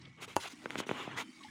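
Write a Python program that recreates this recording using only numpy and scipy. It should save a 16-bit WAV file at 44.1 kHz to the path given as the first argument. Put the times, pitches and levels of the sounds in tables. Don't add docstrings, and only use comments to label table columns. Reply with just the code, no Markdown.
import sys
import numpy as np
from scipy import signal
from scipy.fft import rfft, irfft, next_fast_len
from scipy.io import wavfile
from scipy.ndimage import uniform_filter1d, map_coordinates

SR = 44100
rng = np.random.default_rng(int(sys.argv[2]) if len(sys.argv) > 2 else 0)


def log_audio(samples):
    frames = np.atleast_2d(samples).T
    limited = np.clip(frames, -1, 1)
    pcm = np.round(limited * 32767).astype(np.int16)
    wavfile.write(sys.argv[1], SR, pcm)


N = 66150


def surges():
    # (peak [s], rise [s], fall [s], level [dB], gurgle over the wash [dB], spray over the wash [dB])
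    swells = [(.05, 0.032, 0.029, -70, 2, -21), (0.199, 0.019, 0.056, -62.5, 6, -36),
              (0.241, 0.021, 0.011, -48, -4, -0.5), (0.289, 0.012, .042, -54.5, -2.5, -4.5),
              (.422, 0.018, 0.023, -52.5, -9, 4.5), (0.459, 0.024, 0.014, -46.5, -4, -6.5),
              (.478, 0.0068, 0.0085, -46.5, -9, -6), (0.516, 0.019, 0.018, -59.5, -2, 4),
              (.64, 0.026, 0.025, -68, 9, 3.5), (.752, 0.048, 0.037, -55, 2, -5.5),
              (0.795, 0.014, 0.013, -46, -11, 3.5), (0.822, 0.016, 0.025, -52.5, 3, -17),
              (0.874, 0.0084, 0.021, -57.5, -7, 2), (0.923, 0.037, 0.016, -49, -5, -11),
              (1.002, 0.054, 0.056, -47, -0.5, -11.5), (1.005, 0.024, 0.0092, -46.5, 0, -20),
              (1.14, 0.069, 0.069, -52, 0.5, -21), (1.195, 0.021, 0.026, -41.5, -0.5, -5.5)]
    # (frequency [Hz], level [dB])
    wash = [(400, -34), (900, -7), (1450, 1.5), (1750, -1.5), (2200, 2), (2700, 0.5), (3400, -1),
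            (4400, -16.5), (5400, -18), (7000, -19.5), (12000, -47)]
    gurgle = [(40, -40), (100, -20), (250, -9), (430, 0.5), (560, -5), (680, -4.5), (950, 0), (1350, -4.5),
              (1900, -10.5), (3000, -17), (6000, -53)]
    spray = [(500, -43), (2000, -0.5), (3300, 3.5), (4300, 2.5), (5300, -3), (6700, 1.5), (8300, -6.5),
             (10000, -6), (13000, -19), (15200, -12.5), (16500, -30)]
    squareness = 3.17
    t, power = np.arange(N) / SR, np.zeros((3, N))
    for s, rise, fall, db, gurgle_db, spray_db in swells:
        swell = np.exp(-np.abs((t - s) / np.where(t < s, rise, fall)) ** squareness)
        power += amp([[db], [db + gurgle_db], [db + spray_db]]) ** 2 * swell
    return sum(np.sqrt(p) * water_noise(colour) for p, colour in zip(power, (wash, gurgle, spray)))


def drop_taps():
    # (time [s], level [dB], tilt [dB/octave], spread [ms], cut-off [Hz], plop [Hz], plop lift [dB])
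    taps = [(.6576, -21.5, 1, 1.03, 2800, 1560, 6.5), (.6999, -36, 1, 0.18, 8000, 2200, 8),
            (.7060, -24, 5.5, 0.32, 4600, 2040, 6.5), (.7560, -20, 1.5, 0.55, 3880, 2230, 2.5),
            (.7845, -33, -8, 1.09, 2000, 286, 6), (.8010, -20.5, -1.5, 1.27, 5000, 1090, 6.5),
            (.8662, -34, -2, 0.96, 14000, 450, 2), (.8918, -19, .5, 0.776, 4000, 2300, 6.5),
            (.8956, -26, -1, 0.98, 5500, 2600, 11), (.9127, -16, -2.5, 0.495, 9000, 910, 4),
            (1.0760, -28.5, -4, 0.82, 1500, 716, 11)]
    # (frequency [Hz], level [dB])
    colour = [(40, -41), (100, -4.5), (220, 4.5), (400, 8.5), (720, 0), (1080, 0.5), (1500, 0), (1750, -5),
              (2150, -3.5), (2900, -9), (3500, -11.5), (4600, -26.5), (7000, -26), (12000, -29),
              (16000, -50)]
    return sheet_metal_hits(taps, colour)


def clack():
    # (time [s], level [dB], tilt [dB/octave], spread [ms], cut-off [Hz], knock [Hz], knock lift [dB])
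    contacts = [(.3620, -29.5, 4.5, 0.16, 12000, 2700, 16), (0.3655, -11.5, 0, 0.29, 16000, 2980, 5.5),
                (.3689, -22, 1.5, 0.29, 2000, 1700, 7.5), (0.3749, -29, 1, 0.23, 2000, 680, 8)]
    # (frequency [Hz], level [dB])
    colour = [(35, -39), (80, -1), (200, -4.5), (380, 6.5), (650, 5), (900, 12), (1400, -3), (2200, -12.5),
              (2900, -11), (3700, -20.5), (4700, -10.5), (5500, -19), (6500, -8.5), (8000, -22),
              (10000, -16), (12000, -23.5), (15500, -26)]
    # (frequency [Hz], level [dB], t60 [s])
    modes = [(102, -41.5, 0.074), (386, -38, 0.09), (670, -36, 0.05), (900, -31, 0.054), (1120, -43, 0.12),
             (1458, -45, 0.11), (2680, -48, 0.14), (6600, -47.5, 0.1), (7500, -53.5, 0.18),
             (9640, -54, 0.28)]
    out, t = sheet_metal_hits(contacts, colour), np.arange(SR // 4) / SR
    ring = sum(amp(db - 60 * t / t60) * np.sin(2 * np.pi * hz * t) for hz, db, t60 in modes)
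    add(out, .3657, ring)
    return out


def sheet_metal_hits(hits, colour, size=4096, resonance_octaves=0.15):
    out, hz = np.zeros(N), np.fft.rfftfreq(size, 1 / SR)
    khz = (hz + 30) / 1000
    for s, db, tilt_db, spread_ms, cutoff_hz, resonance_hz, lift_db in hits:
        resonance = 1 / (1 + (np.log2((hz + 1) / resonance_hz) / resonance_octaves) ** 2)
        tone_db = colour_db(colour, hz) + tilt_db * np.log2(khz) + lift_db * resonance
        spectrum = minimum_phase(amp(tone_db) / np.hypot(1, (hz / cutoff_hz) ** 2))
        dispersion = np.exp(-4j * np.pi * spread_ms * np.sqrt(khz))
        pulse = irfft(spectrum * dispersion) / np.abs(irfft(spectrum)).max()
        add(out, s, amp(db) * pulse[:size // 2])
    return out


def soft_rings(attack_s=0.0023, rise_per_s=0.58):
    # (time [s], pitch [Hz], relative level [dB], t60 [s])
    rings = [(.074, 483, -55.5, 0.028), (0.277, 444, -45.5, 0.037), (.456, 724, -33.5, 0.016),
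             (0.534, 269, -44, 0.047), (0.643, 332, -40, 0.017), (.660, 450, -35, 0.013),
             (0.771, 270, -39, 0.026), (.785, 300, -36.5, 0.018), (.867, 410, -37, 0.021),
             (.896, 400, -31.5, 0.012), (1.288, 254.5, -49, 0.092), (1.406, 1108, -51, 0.069),
             (1.446, 848, -47.5, 0.075), (1.484, 1685, -55, 0.071)]
    out, t = np.zeros(N), np.arange(SR // 8) / SR
    for s, hz, db, t60 in rings:
        phase = 2 * np.pi * hz * (t + rise_per_s * t * t / 2)
        envelope = 2 * amp(db - 60 * t / t60) * (1 - np.exp(-t / attack_s))
        add(out, s, envelope * np.sin(phase))
    return out


def splashes(half_length_s=0.0045, octaves=0.4):
    # (time [s], pitch [Hz], level [dB])
    droplets = [(0.019, 4450, -58.5), (.056, 3430, -56.5), (1.437, 3280, -51.5), (1.453, 4150, -62)]
    t, out = np.arange(N) / SR, np.zeros(N)
    for s, hz, db in droplets:
        white = rng.standard_normal(N)
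        band = unit(filtered(white, lambda f: np.exp(-(np.log2((f + 1) / hz) / octaves) ** 2 / 2)))
        out += amp(db) * np.exp(-((t - s) / half_length_s) ** 2) * band
    return out


def trickle(dull_hz=6000, opens_s=0.22, waver_hz=60):
    # (time [s], level [dB])
    ride = [(0, -62.5), (.06, -63), (.13, -68), (.2, -70.5), (.35, -62), (.5, -61.5), (.59, -60.5),
            (.67, -61.5), (.85, -76), (1.15, -67.5), (1.27, -62.5), (1.35, -62), (1.45, -58), (1.5, -59)]
    # (frequency [Hz], level [dB])
    colour = [(150, -26), (400, -16), (700, -6.5), (1080, -1.5), (1600, -6), (1900, -1.5), (2200, 4.5),
              (2600, -5), (3050, -3), (3600, -6), (4600, -8), (5300, -7.5), (6700, -11), (9500, -13.5),
              (12500, -31.5), (16000, -27)]
    # (middle [s], half length [s], pitch [Hz], glide [Hz/s], level [dB])
    whistles = [(.16, .1, 2220, 0, -66), (.09, .06, 1990, 0, -70), (1.275, .03, 3100, 0, -61),
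                (1.335, .04, 4620, 2200, -70), (1.36, .07, 2240, -500, -70), (1.4, .08, 6690, 300, -78),
                (1.43, .07, 7700, 0, -78), (1.29, .045, 9070, 0, -79)]
    level_db, = curves(ride)
    run = water_noise(colour)
    dull = filtered(run, lambda hz: 1 / np.hypot(1, (hz / dull_hz) ** 2))
    opening = np.clip(np.arange(N) / SR / opens_s, 0, 1) ** 4
    out = amp(level_db) * (dull + opening * (run - dull))
    for s, half_length, hz, glide, db in whistles:
        t = np.arange(N) / SR - s
        phase = 2 * np.pi * (hz * t + glide * t * t / 2)
        whistle = wobble(waver_hz) * np.sin(phase) + wobble(waver_hz) * np.cos(phase)
        out += amp(db) * np.exp(-(t / half_length) ** 2 / 2) * whistle
    return out


def basin(drum_top_hz=398):
    # (time [s], drumming [dB], rumble [dB])
    rides = [(0, -61, -57), (.1, -64, -56), (.15, -72.5, -64.5), (.24, -62.5, -58.5), (.35, -68, -63),
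             (.47, -72, -65.5), (.58, -58, -73), (.68, -56, -66), (.78, -52, -56), (.86, -58.5, -75),
             (.93, -47.5, -60), (1.03, -56, -60.5), (1.17, -58, -51.5), (1.23, -53, -64.5),
             (1.29, -55.5, -102), (1.34, -63.5, -89), (1.42, -58, -79), (1.5, -58.5, -61)]
    # (frequency [Hz], level [dB])
    drum_colour = [(100, -24), (190, -9), (250, 2), (310, 0.5), (390, -16), (600, -33), (1500, -59)]
    rumble_colour = [(20, -29), (50, -29), (85, -4.5), (130, 1.5), (180, -6), (300, -29), (800, -71)]
    drum_db, rumble_db = curves(rides)
    drum = filtered(even_noise(drum_colour), lambda hz: 1 / np.hypot(1, (hz / drum_top_hz) ** 6))
    return amp(drum_db) * drum + amp(rumble_db) * even_noise(rumble_colour)


def kitchen(x, t60=0.1, level_db=-13, attack_s=0.0008):
    t = np.arange(SR // 3) / SR
    tail = rng.standard_normal(len(t)) * amp(-60 * t / t60) * (1 - np.exp(-t / attack_s))
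    return amp(level_db) * signal.fftconvolve(x, tail / np.linalg.norm(tail))[:N]


def water_noise(colour, grain_db=2, patch_db=3):
    grains = rng.standard_normal(N) * amp(grain_db * wobble(900))
    spectra = signal.stft(grains, nperseg=512)[2]
    patches = uniform_filter1d(rng.standard_normal(spectra.shape), size=3, axis=0)
    patches = uniform_filter1d(patches, size=5, axis=1)
    patchy = signal.istft(spectra * amp(patch_db * unit(patches)), nperseg=512)[1][:N]
    return unit(filtered(patchy, lambda hz: amp(colour_db(colour, hz))))


def even_noise(colour):
    x = filtered(rng.standard_normal(N), lambda hz: amp(colour_db(colour, hz)))
    power = uniform_filter1d(uniform_filter1d(x * x, size=900), size=900)
    return x / np.sqrt(np.abs(power) + 1e-20)


def minimum_phase(gain):
    cepstrum = irfft(np.log(gain))
    half = len(cepstrum) // 2
    cepstrum[1:half] *= 2
    cepstrum[half + 1:] = 0
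    return np.exp(rfft(cepstrum))


def amp(db):
    return 10 ** (np.asarray(db) / 20)


def unit(x):
    return x / np.sqrt(np.mean(x ** 2) + 1e-20)


def colour_db(colour, hz):
    points_hz, db = np.transpose(colour)
    return np.interp(np.log(hz + 1), np.log(points_hz + 1), db)


def curves(rows):
    s, *columns = np.transpose(rows)
    return [np.interp(np.arange(N) / SR, s, column) for column in columns]


def wobble(rate):
    return unit(map_coordinates(rng.standard_normal(N), [np.arange(N) * rate / SR]))


def filtered(x, response):
    size = next_fast_len(N + SR // 2)
    return irfft(rfft(x, size) * response(np.fft.rfftfreq(size, 1 / SR)), size)[:N]


def add(track, s, sound):
    part = track[max(0, round(s * SR)):][:len(sound)]
    part += sound[:len(part)]


def scene():
    hits = drop_taps() + clack() + soft_rings() + splashes()
    return (hits + kitchen(hits) + surges() + trickle() + basin())[None]


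def record(dry):
    low_cut_hz, top_hz = 55, 16300
    thin = signal.sosfilt(signal.butter(2, low_cut_hz, "high", fs=SR, output="sos"), dry[0])
    return filtered(thin, lambda hz: hz < top_hz)[None]


dry = scene()
out = record(dry)
log_audio(out)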